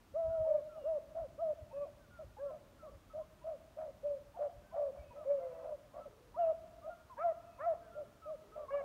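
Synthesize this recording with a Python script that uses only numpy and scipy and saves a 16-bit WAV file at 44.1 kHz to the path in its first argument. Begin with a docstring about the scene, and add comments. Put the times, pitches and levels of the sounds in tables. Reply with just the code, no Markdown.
"""A park road between wooded slopes: far down it a pack of beagles gives tongue.
Arching bays and howls are strong fundamentals with weak, fluttering overtones, mostly near the 620 Hz mouth resonance.
Hoarse barks and catches add growl and rasp; thin high glides, squeaks, deeper far hounds and faint whistles
(some perhaps birds) are nearly pure tones. The woods answer every call with a scattered echo;
filtered noise makes the hush, hiss and air on the microphone."""
import sys
import numpy as np
from scipy import signal
from scipy.fft import rfft, irfft, next_fast_len
from scipy.io import wavfile
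from scipy.ndimage import map_coordinates

SR = 44100
rng = np.random.default_rng(int(sys.argv[2]) if len(sys.argv) > 2 else 0)


def unload_audio(sound):
    """Save the sound as a 16-bit wav file, at the path given as the first command line argument."""
    columns = np.transpose(np.atleast_2d(sound))
    # keep every value between -1 and 1, then stretch to whole-number steps
    steps = np.round(np.clip(columns, -1, 1) * 32767)
    wavfile.write(sys.argv[1], SR, steps.astype(np.int16))


N = 389844


def amp(db):
    """Decibels to gain."""
    return 10 ** (np.asarray(db) / 20)


def unit(x):
    """Scale to rms 1."""
    return x / np.sqrt(np.mean(np.abs(x) ** 2) + 1e-20)


def ramp(x):
    """Hold within 0 to 1."""
    return np.clip(x, 0, 1)


def along(points, hz):
    """Read (f/Hz, value) points on a log frequency axis."""
    f, value = np.transpose(points)
    return np.interp(np.log(hz + 1), np.log(f + 1), value)


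def filtered(x, response):
    """Shape the spectrum of x by a gain that depends on frequency."""
    size = next_fast_len(len(x) + 8192)
    gain = response(np.fft.rfftfreq(size, 1 / SR))
    return irfft(rfft(x, size) * gain, size)[:len(x)]


def noise(spectrum, size):
    """White noise coloured by (f/Hz, level/dB) points, at rms 1."""
    white = rng.standard_normal(size)
    return unit(filtered(white, lambda hz: amp(along(spectrum, hz))))


def wobble(rate, size):
    """A smooth random curve through this many random knots a second."""
    knots = rng.standard_normal(4096)
    return map_coordinates(knots, [np.arange(size) * rate / SR], mode="wrap")


def cycles(pitch, jitter, rate):
    """Phase of an oscillator whose pitch trembles by the share jitter."""
    trembling = pitch * (1 + jitter * wobble(rate, len(pitch)))
    return 2 * np.pi * np.cumsum(trembling) / SR


def span(start, end):
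    """Sample times of one call, at least 10 ms long."""
    return np.arange(round(start * SR), round(max(end, start + .01) * SR)) / SR


def add(track, t, call, edge=0.0021):
    """Mix a call into the track with raised-sine fades of edge seconds."""
    fade = np.clip(np.minimum(t - t[0], t[-1] - t) / edge, 0, 1)
    room = track[max(round(t[0] * SR), 0):][:len(t)]
    room += (call * np.sin(fade * np.pi / 2) ** 2)[:len(room)]


# still evening and hiss: (f/Hz, level/dB)
HUSH_SPECTRUM = [(80, -27), (150, -26), (300, -8), (450, -9), (700, -10), (1200, -12.5), (2000, -19),
                 (3000, -21), (4500, -24.5), (6300, -26), (10000, -29), (14000, -31)]


def hush(air_db=-69):
    """Steady outdoor hush and hiss: one even bed of coloured noise."""
    return amp(air_db) * noise(HUSH_SPECTRUM, N)


# steady air on the microphone: (f/Hz, level/dB)
RUMBLE_SPECTRUM = [(15, -36.5), (30, -13.5), (45, -1.5), (85, -3.5), (120, -6.5), (200, -10), (350, -15),
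                   (700, -54), (2000, -100)]
BUFFET_DB, CALMING_DB_PER_S = -64, 0.32  # level at the start, and how it dies down


def buffet():
    """Air on the microphone: a low, slightly uneven rumble that calms steadily."""
    t = np.arange(N) / SR
    level_db = BUFFET_DB - CALMING_DB_PER_S * t + 0.88 * wobble(10, N)
    return amp(level_db) * noise(RUMBLE_SPECTRUM, N)


# soft bumps of air: (t/s of the middle, half width/s down to 1/e, level/dB)
AIR_BUMPS = [(.285, 0.034, -47), (.41, 0.024, -46), (1.22, 0.032, -53), (1.625, 0.013, -46.5),
             (2.281, 0.037, -52.5), (2.96, 0.025, -55), (4.212, .011, -59), (4.578, 0.025, -55),
             (5.005, 0.016, -51), (5.102, 0.025, -58)]
# a bump of air is duller than the steady rumble: (f/Hz, level/dB)
BUMP_SPECTRUM = [(15, -30.5), (35, -7.5), (55, 9.5), (95, 1), (140, -10.5), (220, -23), (500, -45.5),
                 (2000, -100)]


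def air_bumps():
    """Soft bumps of air on the microphone: dull noise swelling and fading under bell curves."""
    t = np.arange(N) / SR
    envelope = sum(amp(level) * np.exp(-((t - at) / width) ** 2) for at, width, level in AIR_BUMPS)
    return envelope * noise(BUMP_SPECTRUM, N)


# how long the slopes ring at each pitch: (f/Hz, t60/s)
SLOPE_DECAY = [(300, 2), (650, 1.16), (1400, 3.3), (4000, 0.73)]


def tail(delay=0.025, build=0.013, near_db=6, near_t60=0.36):
    """Roadside bushes give a short, strong echo; the slopes scatter a longer, weaker one, by frequency."""
    hz, t, z = signal.stft(rng.standard_normal(SR + SR // 2), SR, nperseg=256)
    onset = 1 - np.exp(-np.maximum(t - delay, 0) / build)
    bushes = amp(near_db - 60 * t / near_t60)
    slopes = amp(-60 * t / along(SLOPE_DECAY, hz)[:, None])
    answer = signal.istft(z * onset * (bushes + slopes), SR, nperseg=256)[1]
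    # unit gain in the band of the voices, 500 to 750 Hz
    voiced = np.abs(rfft(answer, 2 * SR))[1000:1500]
    return answer / np.sqrt(np.mean(voiced ** 2))


def woods(x, count=18):
    """Scattered echo, drawn afresh for each overlapping slice of the calls."""
    out = np.zeros(N + 3 * SR)
    hop = N // count + 1
    padded = np.pad(x, (hop, 2 * hop))
    for start in range(0, N + hop, hop):
        piece = padded[start:start + 2 * hop] * np.hanning(2 * hop)
        answer = signal.fftconvolve(piece, tail())
        room = out[start:start + len(answer)]
        room += answer[:len(room)]
    return out[hop:hop + N]


def thin_calls(table, bow, sag_db, jitter, second_db):
    """Nearly pure gliding tones with a weak octave; pitch (by the share bow) and level droop at both ends."""
    out = np.zeros(N)
    for start, length, middle_hz, glide_hz, db in table:
        t = span(start, start + length)
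        place = np.linspace(-1, 1, len(t))
        pitch = middle_hz * (1 - bow * place ** 2) + glide_hz * place / 2
        phase = cycles(pitch, jitter, rate=140)
        tone = np.sin(phase) + amp(second_db) * np.sin(2 * phase)
        add(out, t, np.sqrt(2) * amp(db - sag_db * place ** 2) * tone)
    return out


# faint high whistled tones: (t/s, length/s, middle f/Hz, glide f/Hz, mid-call level/dB)
FAINT_WHISTLES = [(.76, 0.14, 2840, -200, -77), (1.69, .19, 2545, -92, -78), (4.02, 0.16, 2520, -87.5, -86),
                  (4.97, 0.075, 2295, -19.5, -74), (5.02, 0.16, 2517, -120, -77.5),
                  (6.39, 0.087, 2740, -420, -72), (7.42, 0.24, 2560, -72, -80.5)]


def faint_whistles():
    """Faint high whistled tones with soft ends: some perhaps birds, some octave overtones of yelps."""
    return thin_calls(FAINT_WHISTLES, bow=0.0035, sag_db=8, jitter=0.014, second_db=-32.5)


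# hounds much deeper in the woods: (t/s, length/s, middle f/Hz, glide f/Hz, mid-call level/dB)
DEEP_WOODS_HOWLS = [(6.1, 0.22, 459, 93, -68), (7.7, .4, 443, -70.5, -69.5), (8.42, 0.54, 433, 2.5, -66.5)]


def far_howls():
    """Hounds deeper in the woods: low tones whose pitch trembles widely."""
    return thin_calls(DEEP_WOODS_HOWLS, bow=.03, sag_db=2.5, jitter=.08, second_db=-15.5)


# thin high gliding tones: (t/s, length/s, middle f/Hz, glide f/Hz, mid-call level/dB)
HIGH_GLIDES = [ (.295, 0.11, 1415, -110, -67), (.688, 0.11, 1313, -250, -64),
               (2.0, 0.066, 1520, -150, -72.5), (2.105, .12, 1403, -180, -63.5),
               (2.452, 0.098, 1338, -140, -65.5), (2.79, 0.092, 1290, -280, -62.5),
               (2.862, 0.051, 1148, 97, -63.5), (3.098, 0.04, 1290, -14, -63), (3.2, .047, 1046, 78, -64.5),
               (3.412, 0.034, 1000, 119, -65), (4.635, 0.11, 1550, -52, -74),
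               (5.105, 0.031, 967, -58.5, -57.5), (5.16, 0.083, 1255, -190, -62.5),
               (5.92, 0.091, 1140, 197.5, -65), (5.998, 0.056, 1324, -45.5, -59.5),
               (6.818, .06, 1240, 130, -60.5), (6.897, 0.048, 1422, -71, -57.5),
               (7.097, 0.048, 1020, -160, -54), (7.815, .094, 1570, -160, -71.5),
               (7.915, 0.084, 1390, -14, -60.5), (8.22, 0.094, 1265, -180, -55.5),
               (8.518, 0.06, 1305, 108, -59), (8.578, 0.091, 1165, -110, -59.5), ]
# squeaks as the voice catches before a call: (t/s, middle f/Hz, mid-call level/dB)
CATCHES = [(0.444, 919, -58), (1.709, 913, -57.5), (2.367, 850, -54.5), (4.342, 895, -57.5),
           (4.712, 1023, -61.5), (6.342, 975, -52), (7.168, 956, -50), (7.585, 1027, -52),
           (8.682, 1110, -47.5)]
SQUEAK_S, SQUEAK_GLIDE_HZ = .027, 60  # length and upward slide of every squeak


def high_glides_and_squeaks():
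    """Thin high glides (falling yelps, rising octave overtones of barks), and squeaks as a voice catches."""
    squeaks = [(start, SQUEAK_S, hz, SQUEAK_GLIDE_HZ, db) for start, hz, db in CATCHES]
    return thin_calls(list(HIGH_GLIDES) + squeaks, bow=.04, sag_db=6, jitter=.008, second_db=-28)


# hoarse air through the mouth: (f/Hz, level/dB)
RASP_SPECTRUM = [(250, -42), (450, -20), (560, -0.5), (700, 2), (840, -6), (1000, -6.5), (1280, -9),
                 (1550, -18.5), (2200, -26), (3200, -35), (6000, -69.5)]


def hoarse_air(size):
    """Breath noise coloured by the mouth, at rms 1."""
    return noise(RASP_SPECTRUM, size)


def arch(start, rise, length, crest_hz, climb_hz, drop_hz):
    """One push of the chest: the pitch climbs to a crest and drops; slack is 0 at the crest, 1 at the ends."""
    t = span(start, start + length)
    crest = min(rise, .9 * length)
    slack = np.interp(t - start, [0, crest, length], [1, 0, 1]) ** 2
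    bend_hz = np.where(t - start < crest, climb_hz, drop_hz)
    return t, crest_hz - slack * bend_hz, slack


# hoarse barks, and the rough catches that close some bays and howls;
# the rise is held to 0.9 of the length and the roughness to 0-1:
# (t/s, rise/s, length/s, crest f/Hz, final drop f/Hz, voice level at the crest/dB, roughness)
BARKS_AND_CATCHES = [ (.753, 0.022, 0.086, 633, 150, -46, 0.23), (1.144, 0.0442, .128, 669, 170, -40, 0.27),
                     (1.847, 0.019, 0.057, 664, 150, -52.5, .65),
                     (2.185, 0.02, 0.066, 633, 128, -47.5, 0.15),
                     (2.499, 0.0059, 0.095, 624.4, 64, -47.5, .46),
                     (2.823, 0.031, 0.082, 626, 170, -50, 0.36), (2.91, .02, 0.062, 561, 40, -60, 0.5),
                     (3.132, 0.059, 0.099, 639.4, 97, -41.5, 0.25),
                     (3.437, 0.049, 0.13, 655.6, 157, -41, 0.27),
                     (3.764, 0.052, .15, 635, 126, -42.5, 0.45), (4.358, .02, 0.19, 693, 15, -49.5, 0.42),
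                     (4.387, 0.048, 0.1, 599.5, 80, -35.5, 0.29),
                     (4.721, 0.039, 0.19, 668.7, 92, -43.5, 0.5),
                     (4.753, 0.046, .16, 589.3, 83, -35.5, 0.16), (4.923, 0.033, 0.14, 614, 18, -55, 1.1),
                     (5.128, .1, 0.15, 615, 43, -48.5, 0.7), (5.62, 0.068, 0.085, 618, 10, -43.5, 0.9),
                     (5.701, 0.022, 0.062, 618, 90, -40.5, .25), (5.932, 0.054, .099, 611, 45, -47.5, 0.99),
                     (6.049, .009, 0.04, 595, 160, -47.5, 0.4),
                     (6.841, 0.0563, .067, 646.4, 12, -42.5, .35),
                     (6.88, 0.009, .077, 707.5, 51, -49.5, 0.32), (7.73, 0.008, 0.03, 673, 45, -47, 1.1),
                     (7.948, .046, 0.094, 607, 80, -43, .2), (8.253, 0.063, .11, 633.5, 150, -42, 0.1),
                     (8.553, 0.015, 0.11, 611, 43, -44.5, 0.6), (8.787, 0.029, 0.13, 671, 42, -51.5, 1.1), ]
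CLIMB_HZ_PER_S, CREST_SWELL_DB = 1200, 10.5  # a longer rise starts lower; from the ends to the crest


def barks_and_catches(chaos_rate=170, chaos=0.85, growl=0.49, growl_hz=88, second_db=-32, rasp_db=-9.5,
                      jitter=0.016, clearing_db=7, grain_db=3):
    """Hoarse voices: a slow growl and irregular folds put side tones round the pitch, with rasp from the mouth."""
    out = np.zeros(N)
    for start, rise, length, crest_hz, drop_hz, db, rough in BARKS_AND_CATCHES:
        t, pitch, slack = arch(start, rise, length, crest_hz, CLIMB_HZ_PER_S * rise, drop_hz)
        size = len(t)
        rough = ramp(rough)
        phase = cycles(pitch, jitter, rate=143.3)
        scatter = unit(wobble(chaos_rate, size) + 1j * wobble(chaos_rate, size))
        beat = np.exp(1j * cycles(np.full(size, growl_hz), jitter=0.34, rate=50))
        folds = unit(1 + rough * (chaos * scatter + growl * beat)) * np.exp(1j * phase)
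        voice = np.sqrt(2) * (folds.imag + amp(second_db) * (folds ** 2).imag)
        # the rasp comes in uneven bursts and clears as the call runs out
        clearing = clearing_db * np.linspace(0, 1, size) ** 2
        bursts = amp(grain_db * wobble(140, size) - clearing)
        rasp = rough * amp(rasp_db) * bursts * hoarse_air(size)
        add(out, t, amp(db - CREST_SWELL_DB * slack) * (voice + rasp), edge=0.0087)
    return out


# colour of the overtones: (f/Hz, level/dB)
MOUTH_COLOUR = [(900, 4.5), (1150, -3.5), (1350, -3.5), (1700, -12), (2000, -15.5), (2300, -15.5),
                (2700, -24.5), (3100, -39.5), (4000, -49.5)]


def throat(pitch, overtone_db, bright_db, rasp_db, split, jitter=.005, shimmer_db=1.1, half_db=-34,
           split_db=-9, flutter_db=4.5, smear=.5, strain_db=-12):
    """A clear voice: a strong fundamental, fluttering overtones shaped by the mouth, and a little rasp."""
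    size = len(pitch)
    phase = cycles(pitch, jitter, rate=160)

    def partial(k):
        """One fluttering overtone; higher ones smear more in phase."""
        flutter = amp(flutter_db * wobble(45, size))
        return flutter * np.sin(k * phase + smear * (k - 1) / 2 * wobble(130, size))

    def stack(orders):
        """Sum of overtones, coloured by the mouth and tilted by the brightness."""
        return sum(amp(along(MOUTH_COLOUR, k * pitch) + bright_db * (k - 2.5)) * partial(k) for k in orders)

    orders = np.arange(2, 6)
    # folds that alternate strong and weak put lines halfway between the harmonics
    half = amp(half_db) * partial(1 + .5) + amp(overtone_db + split_db) * stack(orders + .5)
    voice = np.sqrt(2) * (np.sin(phase) + amp(overtone_db) * stack(orders) + split * half)
    # a strained voice, rich in overtones, also rasps more
    rasp = (amp(rasp_db) + amp(strain_db + overtone_db)) * hoarse_air(size)
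    return amp(shimmer_db * wobble(70, size)) * (voice + rasp)


# smooth howls; the bend is the pitch drop at both ends as a share of the crest:
# (t/s, rise/s, length/s, crest f/Hz, bend 0-1, crest level/dB, overtone level at the crest/dB,
#  brightness/dB per harmonic, base rasp level/dB)
SMOOTH_HOWLS = [ (.462, 0.07, 0.15, 590.6, 0.1, -34, -33, 0, -35.5),
                (1.727, 0.1, 0.13, 577, 0.07, -38, -26, -10.5, -32),
                (2.382, 0.064, 0.14, 573.5, 0.16, -38.5, -27, -7.5, -35),
                (4.03, 0.034, .16, 587.5, 0.12, -35.5, -44, 1, -31.5),
                (5.25, 0.069, 0.17, 571, 0.12, -31.5, -37, 1, -31),
                (5.385, 0.064, 0.16, 520, 0.07, -43.5, -30, -2, -25),
                (5.365, 0.062, .16, 691.5, 0.2, -47.5, -20, 2.5, -23),
                (5.499, 0.073, .21, 655, 0.02, -52, -21.5, 5.5, -12.5),
                (5.54, 0.096, 0.19, 508, .05, -54, -21, -7, -27.5),
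                (8.703, .06, 0.12, 573.4, .075, -35.5, -15, 1.7, -26.5), ]
BREATH_SWELL_DB = 6  # rise to the crest from the push of air
MOUTH_SWELL_DB = 105  # rise per unit of bend, as the pitch nears the mouth resonance


def howls():
    """One smooth arch each: the fundamental swells as it nears the mouth resonance, the overtones much less."""
    out = np.zeros(N)
    for start, rise, length, crest_hz, bend, db, overtone_db, bright_db, rasp_db in SMOOTH_HOWLS:
        bend_hz = bend * crest_hz
        t, pitch, slack = arch(start, rise, length, crest_hz, bend_hz, bend_hz)
        off_resonance_db = MOUTH_SWELL_DB * bend * slack
        voice = throat(pitch, overtone_db + off_resonance_db, bright_db, rasp_db, split=0)
        add(out, t, amp(db - BREATH_SWELL_DB * slack - off_resonance_db) * voice, edge=0.004)
    return out


# bays that scoop up squeezed, then break open:
# (t/s, time to the break/s, length/s, crest f/Hz, sag f/Hz, level before swells and fades/dB,
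#  swell after the break/dB, squeeze/dB, open overtone level/dB, brightness/dB per harmonic,
#  base rasp level/dB, period doubling 0-1)
BREAKING_BAYS = [ (.137, 0.053, 0.45, 659, 43.6, -37, 5, 0, -32.5, -7, -40.5, 0.95),
                 (.836, .056, .153, 646.3, 62, -36, 1, 1.5, -35, -8, -31.5, 0.85),
                 (1.377, 0.0415, 0.16, 654.3, 58, -36, 0.5, 7.5, -38.5, -12, -33, 0.94),
                 (6.359, 0.032, 0.17, 676.8, 44, -32.5, 2.5, 8.5, -33.5, -13, -26, 0.45),
                 (7.177, 0.062, .15, 669.6, 12, -33, -0.5, 11, -25.5, -2, -30, .95),
                 (7.589, .074, .153, 663, 26, -32.5, -0.5, 12.5, -28, -5, -30, 1), ]
SCOOP, SCOOP_CURVE, SAG_CURVE = .23, 1.7, 1.4  # start: share under the crest; powers of climb and sag
ATTACK_S, ATTACK_DB = .028, 18  # a bay swells by this much at its start
RELEASE_S, RELEASE_DB, RELEASE_HZ = 0.031, 11, 66  # level and pitch collapse at its end
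# the squeeze lets go this fast and flicks the pitch up, which then settles
BREAK_S, OVERSHOOT_HZ_PER_DB, SETTLE_S = 0.011, 3, 0.024
WAVER_HZ, WAVER_DEPTH_HZ = 7.2, 8.3  # slow pitch waver, at its top on the break
ACCENT_DB, ACCENT_S = 2, 0.037  # the voice flares briefly as it breaks open
# dB the overtones gain on the fundamental per dB of squeeze, and per dB of fade at the ends
SQUEEZE_PRESS, OVERTONE_HOLD = 1.78, 0.6


def bays():
    """The voice scoops up squeezed (weak fundamental, strong overtones), breaks open, sags and collapses."""
    out = np.zeros(N)
    for start, rise, length, crest_hz, sag_hz, db, swell_db, squeeze_db, overtone_db, *colour in BREAKING_BAYS:
        t = span(start, start + length)
        age, since_break = t - start, t - start - rise
        scoop = ramp(1 - age / rise)
        sag = ramp(since_break / (length - rise)) ** SAG_CURVE
        attack = ramp(1 - age / ATTACK_S)
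        release = ramp(1 - (length - age) / RELEASE_S)
        opened = (1 + np.tanh(2 * since_break / BREAK_S)) / 2
        squeezed_db = squeeze_db * (1 - opened)
        settling = np.exp(-np.abs(since_break) / SETTLE_S)
        overshoot = OVERSHOOT_HZ_PER_DB * squeeze_db * opened * settling
        waver = WAVER_DEPTH_HZ * np.cos(2 * np.pi * WAVER_HZ * since_break)
        pitch = crest_hz * (1 - SCOOP * scoop ** SCOOP_CURVE) + overshoot + waver
        pitch = pitch - sag_hz * sag - RELEASE_HZ * release ** 2
        accent_db = ACCENT_DB * np.exp(-(since_break / ACCENT_S) ** 2)
        fade_db = ATTACK_DB * attack ** 2 + RELEASE_DB * release ** 2
        # the overtones keep out of the swell and hold on through the squeeze and the fades
        held_db = SQUEEZE_PRESS * squeezed_db + OVERTONE_HOLD * fade_db - swell_db * sag
        voice = throat(pitch, overtone_db + held_db, *colour)
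        level_db = db + accent_db + swell_db * sag - squeezed_db - fade_db
        add(out, t, amp(level_db) * voice, edge=0.0042)
    return out


def scene():
    """The background, the pack and the thin high tones, and their answer from the woods."""
    background = hush() + buffet() + air_bumps()
    thin = faint_whistles() + far_howls() + high_glides_and_squeaks()
    pack = barks_and_catches() + howls() + bays()
    echo = woods(amp(-15.5) * pack + amp(-12) * thin)
    return (pack + thin + echo + background)[None]


# slight treble dips, a row at 0 dB leaving its band flat: (centre f/Hz, half width f/Hz down to 1/e, level/dB)
TREBLE_DIPS = [(4900, 530, 0), (7700, 420, -2.5), (10400, 500, -3)]
TOP_HZ = 15760  # band limit


def record(dry):
    """Slight treble dips near 7.7 and 10.4 kHz, and a band limit above which nothing is kept."""
    def response(hz):
        """Gain of the smooth dips, cut off at the band limit."""
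        dip_db = sum(db * np.exp(-((hz - centre) / width) ** 2) for centre, width, db in TREBLE_DIPS)
        return amp(dip_db) * (hz < TOP_HZ)

    return filtered(dry[0], response)[None]


dry = scene()
out = record(dry)
unload_audio(out)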